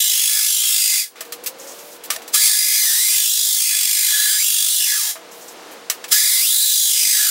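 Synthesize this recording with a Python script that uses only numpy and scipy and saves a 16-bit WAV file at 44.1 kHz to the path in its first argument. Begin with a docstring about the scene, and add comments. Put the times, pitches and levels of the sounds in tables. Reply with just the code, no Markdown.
"""Three bursts of harsh chatter: a hand drill drives a hole saw into a steel plate.
Uneven tooth strikes, faster or slower with the load, ring the resonances of cup and plate.
In the pauses a spray can is handled and set down (noise bursts with decaying modes) and hisses (gated noise).
Behind lie shop air, a machine's hum and a brief motor whine (noise and sines);
they come up in the pauses because a gain control lets go."""
import sys
import numpy as np
from scipy import signal
from scipy.fft import rfft, irfft, next_fast_len
from scipy.io import wavfile
from scipy.ndimage import uniform_filter1d, map_coordinates

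SR = 44100
rng = np.random.default_rng(int(sys.argv[2]) if len(sys.argv) > 2 else 0)


def unload_audio(sound):
    """Save the sound as a 16-bit wav file, at the path given as the first command line argument."""
    columns = np.transpose(np.atleast_2d(sound))
    # keep every value between -1 and 1, then stretch to whole-number steps
    steps = np.round(np.clip(columns, -1, 1) * 32767)
    wavfile.write(sys.argv[1], SR, steps.astype(np.int16))


N = 321930


def saw():
    """Unevenly spaced tooth strikes ring the steel: dark below the strike rate, noise above its first multiples."""
    # Saw cup and plate resonances. Each row: centre in Hz, width in Hz, relative level in dB.
    steel_modes = [(1240, 60, -12), (1700, 26, -1), (2070, 68, -6), (2400, 83, -12), (3410, 140, -2),
                   (3930, 130, -3), (4840, 80, 0), (5070, 60, -1), (5770, 110, -4), (6560, 120, -3),
                   (7020, 50, -2), (7400, 120, -1), (7620, 67, -3), (8140, 94, -3), (8800, 130, -1),
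                   (9140, 120, -4), (9400, 150, -4), (9980, 200, -5), (10500, 110, -5), (11110, 90, -2),
                   (11810, 60, -4), (12400, 110, -5), (13140, 150, -5), (13850, 130, -5), (14500, 600, -7),
                   (15300, 900, -5)]
    # The plate's many small modes, blurred. Each row: frequency in Hz, relative level in dB.
    plate_blur = [(60, -67), (300, -37), (700, -17.5), (1400, -13.5), (2200, -14), (3000, -9), (5000, -3),
                  (8000, -3), (12000, -4.5), (14300, -14), (15700, -33)]
    rate_hz, level_db, throb_db = cut()
    strikes = tooth_strikes(rate_hz, level_db, throb_db)

    def steel(hz):
        cup_power = sum(amp(db + 2.0) ** 2 / (1 + (2 * (hz - c) / w) ** 2) for c, w, db in steel_modes)
        plate_power = amp(along(plate_blur, hz)) ** 2
        return causal(np.sqrt(cup_power + plate_power)) * spread(hz)

    ring = filtered(strikes, steel)
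    # the turning cup and deepening cut keep changing which modes are driven
    ring = shifting(ring, depth_db=3.0)
    power = uniform_filter1d(uniform_filter1d(ring ** 2, size=4000), size=4000)
    loudness = np.sqrt(np.abs(power) + 1e-9)
    return amp(level_db) * ring / loudness


def cut():
    """Strike rate, level and throb of the saw; the level falls after a burst and rises again at the next bite."""
    # Three bursts, from the bite of the teeth to standstill. Each row: time in seconds,
    # tooth strikes per second, level in dB ahead of the gain control, throb scale in dB.
    cut_bursts = [
        [(0, 3160, 13, 6), (.17, 2970, 9.5, 9.5), (.4, 2170, 8, 10.5), (.5, 3280, 7, 8.5), (.62, 3160, 5, 6.5),
         (.8, 2800, 8.5, 9), (.95, 2240, 9, 6), (1.0, 2400, 6.5, 3.5), (1.04, 2070, -3.5, 4)],
        [(2.35, 1440, 4.5, 8), (2.4, 1830, 7.5, 2), (2.435, 2350, 14.5, 6.5), (2.47, 2460, 20.5, 9),
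         (2.49, 1940, 18.5, 8.5), (2.68, 2400, 10.5, 7), (2.78, 2200, 12, 3.5), (2.91, 1740, 12, 3),
         (3.03, 2020, 11.5, 3.5), (3.18, 2750, 12.5, 9), (3.35, 3590, 6.5, 8), (3.57, 3460, 5, 8),
         (3.73, 2150, 4.5, 9), (3.95, 2660, 5, 10), (4.1, 1850, 8.5, 8), (4.3, 1680, 11, 5.5),
         (4.37, 1700, 9.5, 1.5), (4.46, 3100, 8.5, 9.5), (4.78, 3730, 5, 8), (4.91, 1850, 5.5, 7),
         (5.02, 950, 0.5, 5), (5.11, 770, -6.5, 3.5)],
        [(6.13, 1600, 10, 7), (6.18, 1890, 14, 4), (6.4, 2050, 14.5, 3.5), (6.48, 3520, 12.5, 8),
         (6.6, 3990, 13, 5), (6.86, 3640, 12, 6), (6.96, 2840, 10.5, 7.5), (7.2, 1750, 15, 7),
         (7.3, 1550, 12.5, 7)],
    ]
    bite_db_per_s, fade_db_per_s = 1905, 503
    t = np.arange(N) / SR
    rate_hz, level_db, throb_db = curves(sum(cut_bursts, []))
    quiet_db = []
    for rows in cut_bursts:
        before_s = np.maximum(rows[0][0] - t, 0)
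        after_s = np.maximum(t - rows[-1][0], 0)
        quiet_db.append(bite_db_per_s * before_s + fade_db_per_s * after_s)
    return rate_hz, level_db - np.min(quiet_db, axis=0), throb_db


def tooth_strikes(rate_hz, level_db, throb_db):
    """Impulses at drifting, scattered times, their force throbbing as the saw runs out of true."""
    throb_hz = 52
    uneven_firm, uneven_per_db, firm_db = .13, .004, 8.5  # spacing is less even below a firm cut's level
    uneven = np.clip(uneven_firm + uneven_per_db * np.maximum(firm_db - level_db, 0), 0, .4)
    count = np.cumsum(rate_hz) / SR
    chance = rng.standard_normal((N // 5, 3))
    tooth = np.arange(len(chance))
    scatter = np.interp(tooth, count, uneven)
    shake_db = np.interp(tooth, count, throb_db)
    # the beat drifts, more so while the saw throbs, and each tooth also lands early or late against it
    drift = uniform_filter1d(chance[:, 0], size=3)  # the cup's mass spreads each change over a few teeth
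    beat = np.cumsum(1 + .55 * amp(1.3 * shake_db) * scatter * drift)
    beat = beat + 0.62 * scatter * chance[:, 2]
    at = np.interp(beat, count, np.arange(N))
    # once a turn the high tooth bites hard, then the force fades
    turn = (np.cumsum(throb_hz * (1 + 0.044 * wobble(20))) / SR) % 1
    throb = throb_db * (.8 + 0.25 * wobble(45)) * (np.exp(-2.5 * turn) - .37)
    force = amp(throb + .8 * wobble(6))
    force = uniform_filter1d(force, size=90)  # the bite takes two milliseconds
    size = np.interp(at, np.arange(N), force) * amp(.35 * chance[:, 1])
    size = size * (beat < count[-1])
    # windowed sinc places each strike between samples
    taps = np.floor(at)[:, None] + np.arange(-7, 9)
    offset = taps - at[:, None]
    shape = np.sinc(offset) * np.cos(np.pi * offset / 18) ** 2
    index = np.clip(taps, 0, N - 1).astype(int)
    return np.bincount(index.ravel(), (size[:, None] * shape).ravel(), N)


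def spread(hz):
    """Bending waves cross the plate on many paths: each band gets its own lag, smeared without colouring."""
    longest_lag_s, band_hz = .006, 150
    lag_s = longest_lag_s * np.interp(hz / band_hz, np.arange(400), rng.random(400))
    return np.exp(-2j * np.pi * np.cumsum(lag_s) * hz[1])


def shifting(x, depth_db):
    """x under patches of random gain that drift in time and frequency."""
    z = signal.stft(x, nperseg=512)[2]
    field = uniform_filter1d(rng.standard_normal(z.shape), size=2, axis=0)
    field = uniform_filter1d(field, size=30, axis=1)
    return signal.istft(z * amp(depth_db * unit(field)), nperseg=512)[1][:N]


def clacks():
    """Can and metal clacks: a bright burst dies away while the can's modes ring on."""
    # Each row: start in seconds, relative burst level in dB, burst t60 in seconds,
    # brightness in dB per octave, body ring level in dB, base ring level in dB.
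    clack_rows = [(1.1561, -33, 0.41, -6.5, -56, -43), (1.2067, -17.5, 0.097, -0.5, -40, -36),
                  (1.2494, -35, 0.22, 1, -60, -50), (1.3219, -17, 0.11, 0, -62, -37),
                  (2.057, -26, 0.074, 6, -57, -57), (2.1026, -8, 0.17, -1, -31, -25),
                  (2.1615, -15, 0.031, -2.5, -34.5, -50), (2.2186, -31.5, 0.13, -2.5, -54, -60),
                  (2.2777, -24, 0.12, 1, -52, -58), (5.1548, -21, 0.12, -7.5, -32.5, -33),
                  (5.8988, -3.5, 0.11, -1.3, -35, -29), (6.0406, -20.5, 0.095, -5, -54, -62)]
    # The can's modes: those struck with the burst, then body, then base.
    # Each row: frequency in Hz, relative level in dB, t60 in seconds (struck modes also fade with the burst).
    struck_modes = [(1800, -2, 0.17), (4140, -7.5, 0.22), (4700, 4, 0.031), (5850, 7.5, 0.035),
                    (7340, -1, 0.16), (7840, 3, 0.1), (11300, -25, 0.081)]
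    body_modes = [(650, 3, .15), (710, -2, .06)]
    base_modes = [(1172, 0, .09), (1250, 0, .15)]
    out = np.zeros(N + SR)
    t = np.arange(SR // 4) / SR
    hz = np.fft.rfftfreq(len(t), 1 / SR)

    def ring(modes):
        return sum(amp(db + rng.normal(0, 3) - 60 * t / t60_s) * np.sin(2 * np.pi * f * t)
                   for f, db, t60_s in modes)

    for start_s, db, t60_s, tilt_db, body_db, base_db in clack_rows:
        t60_s = max(t60_s, .01)
        colour = amp(tilt_db * np.log2((hz + 1) / 5000)) / (1 + (1300 / (hz + 1)) ** 4)
        burst = unit(irfft(rfft(rng.standard_normal(len(t))) * colour, len(t)))
        burst = burst * (amp(-60 * t / t60_s) + 0.53 * amp(-60 * t / 0.011))
        struck = ring(struck_modes) * amp(-30 * t / t60_s)
        hit = amp(db) * (0.6 * burst + 0.14 * struck)
        hit = hit + amp(body_db) * ring(body_modes) + amp(base_db) * ring(base_modes)
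        out[round(start_s * SR):][:len(t)] += hit * (1 - np.exp(-t / 0.0012))
    return smear(out[:N], t60_s=0.72, wet_db=-36)


def spray():
    """Nozzle hiss in puffs and longer faint squirts; oil spitting on the hot saw is grainy treble noise."""
    # Nozzle openings and oil spits. Each row: start in seconds, level in dB, length in seconds.
    nozzle = [(1.438, -30.5, 0.0057), (1.4625, -19, 0.012), (1.586, -41, 0.38), (2.038, -31.5, .015),
              (5.318, -43, 0.21), (5.712, -41.5, 0.025), (6.082, -32, 0.012)]
    spits = [(1.598, -40, 0.038), (1.672, -36.5, 0.026), (1.71, -45, 0.025), (1.787, -39, 0.014),
             (1.918, -43.5, 0.013), (5.314, -43, 0.015), (5.41, -42, 0.02), (5.482, -38.5, 0.012)]
    # Spectra of nozzle and oil. Each row: frequency in Hz, relative level in dB.
    hiss = [(300, -39), (2000, -9), (5000, -6), (9000, -5), (15000, -4)]
    sizzle = [(300, -70), (3000, -59), (5200, -21), (6600, -16.5), (8000, -20.5), (11000, -31)]
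    grains = unit(noise(sizzle) * amp(0.86 * wobble(140)))
    return bursts(nozzle, t60_s=0.095) * noise(hiss) + bursts(spits, t60_s=0.13) * grains


def bursts(rows, t60_s):
    """Gain of sudden, held and fading bursts."""
    t = np.arange(N) / SR
    gain = 0
    for start_s, db, length_s in rows:
        fade_db = 60 * np.maximum(t - start_s - length_s, 0) / t60_s
        gain = gain + amp(db - fade_db) * np.clip((t - start_s) / 0.0018 + 1, 0, 1)
    return gain


def workshop():
    """Near-steady air noise, an idling machine's unsteady harmonics and a passing whine; the air has some width."""
    # Workshop air. Each row: time in seconds, level in dB.
    shop_level = [(1.2, -43), (2.3, -41.5), (5.4, -42), (5.75, -39.5), (6.0, -41.5)]
    # Air spectrum. Each row: frequency in Hz, relative level in dB.
    air_spectrum = [(30, -29), (110, -17), (170, -11), (300, -7), (460, -4), (700, -4), (1300, -8),
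                    (1900, -11.5), (4400, -14.5), (8000, -20.5), (15500, -29.5)]
    # A machine idling. Each row: multiple of hum_hz, level in dB.
    hum_tones = [(7, -61), (8, -59), (9, -59.5), (11, -49.5), (12, -59.5), (16, -61)]
    hum_hz = 43.13
    # A far motor winds up and sags. Each row: time in seconds, frequency in Hz, level in dB.
    whine_path = [(1.12, 425, -60), (1.45, 510, -48.5), (1.87, 593, -48), (2.02, 560, -70)]
    t = np.arange(N) / SR
    air_db, = curves(shop_level)
    air = amp(air_db + wobble(8)) * noise(air_spectrum)
    hum = 0
    for k, db in hum_tones:
        level = amp(db + 0.46 * wobble(54)) * np.sqrt(2)
        hum = hum + level * np.sin(2 * np.pi * k * hum_hz * t + 1.46 * wobble(11))
    whine_hz, whine_db = curves(whine_path)
    whine_db[(t < whine_path[0][0]) | (t > whine_path[-1][0])] = -120
    whine_phase = 2 * np.pi * np.cumsum(whine_hz) / SR
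    whine = amp(whine_db + 2.3 * wobble(9.7)) * np.sqrt(2) * np.sin(whine_phase)
    side = amp(air_db - 28.0) * noise([(60, -10), (400, 2), (1000, -10), (3000, -22)])
    return air + hum + whine + np.array([side, -side])


def amp(db):
    """dB to gain."""
    return 10 ** (np.asarray(db) / 20)


def unit(x):
    """Scaled to rms 1."""
    return x / np.sqrt(np.mean(x ** 2) + 1e-20)


def along(points, hz):
    """(Hz, value) points interpolated on a log axis."""
    f, v = np.transpose(points)
    return np.interp(np.log(hz + 1), np.log(f + 1), v)


def curves(rows):
    """One value per sample for each column after the time."""
    s, *cols = np.transpose(rows)
    return [np.interp(np.arange(N) / SR, s, c) for c in cols]


def wobble(rate_hz):
    """A smooth random curve with rate_hz knots a second."""
    knots = rng.standard_normal(int(N * rate_hz / SR) + 4)
    return map_coordinates(knots, [np.arange(N) * rate_hz / SR])


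def filtered(x, response):
    """x times a complex response of frequency."""
    m = next_fast_len(N + SR // 2)
    return irfft(rfft(x, m) * response(np.fft.rfftfreq(m, 1 / SR)), m)[..., :N]


def causal(gain):
    """The complex response that rings after, not before, with this gain on an rfft grid (minimum phase)."""
    cepstrum = irfft(np.log(gain + 1e-6))
    half = len(cepstrum) // 2
    cepstrum[1:half] *= 2
    cepstrum[half + 1:] = 0
    return np.exp(rfft(cepstrum))


def noise(spectrum):
    """Coloured noise of rms 1."""
    return unit(filtered(rng.standard_normal(N), lambda hz: amp(along(spectrum, hz))))


def smear(x, t60_s, wet_db):
    """x with a short diffuse tail."""
    t = np.arange(SR // 4) / SR
    tail = rng.standard_normal(len(t)) * amp(-60 * t / t60_s)
    return x + amp(wet_db) * signal.fftconvolve(x, tail / np.linalg.norm(tail))[:N]


def scene():
    """Sum of all sources on two channels, centred except for the width of the air."""
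    return saw() + clacks() + spray() + workshop()


def record(dry):
    """Gain control on recent power, soft overload, bass cut, a faint lumpy rumble, band limit."""
    knee_db, top_hz = -22, 17087
    power = np.mean(dry ** 2, axis=0)
    keep = np.exp(-1 / (0.025 * SR))  # 25 ms memory
    recent = signal.lfilter([1 - keep], [1, -keep], power, zi=[np.mean(power[:900])])[0]
    over_db = np.maximum(10 * np.log10(recent + 1e-12) - knee_db, 0)
    wet = dry * amp(-.8 * over_db)
    wet = wet / (1 + np.abs(wet / .85) ** 4) ** .25
    wet = filtered(wet, lambda hz: 1 / (1 + (140 / (hz + 1)) ** 4))
    wet = wet + amp(-79 + 6 * wobble(25)) * noise([(20, 0), (100, -4), (200, -14), (600, -40)])
    return filtered(wet, lambda hz: np.where(hz < 15750, 1, amp(-45)) * (hz < top_hz))


dry = scene()
out = record(dry)
unload_audio(out)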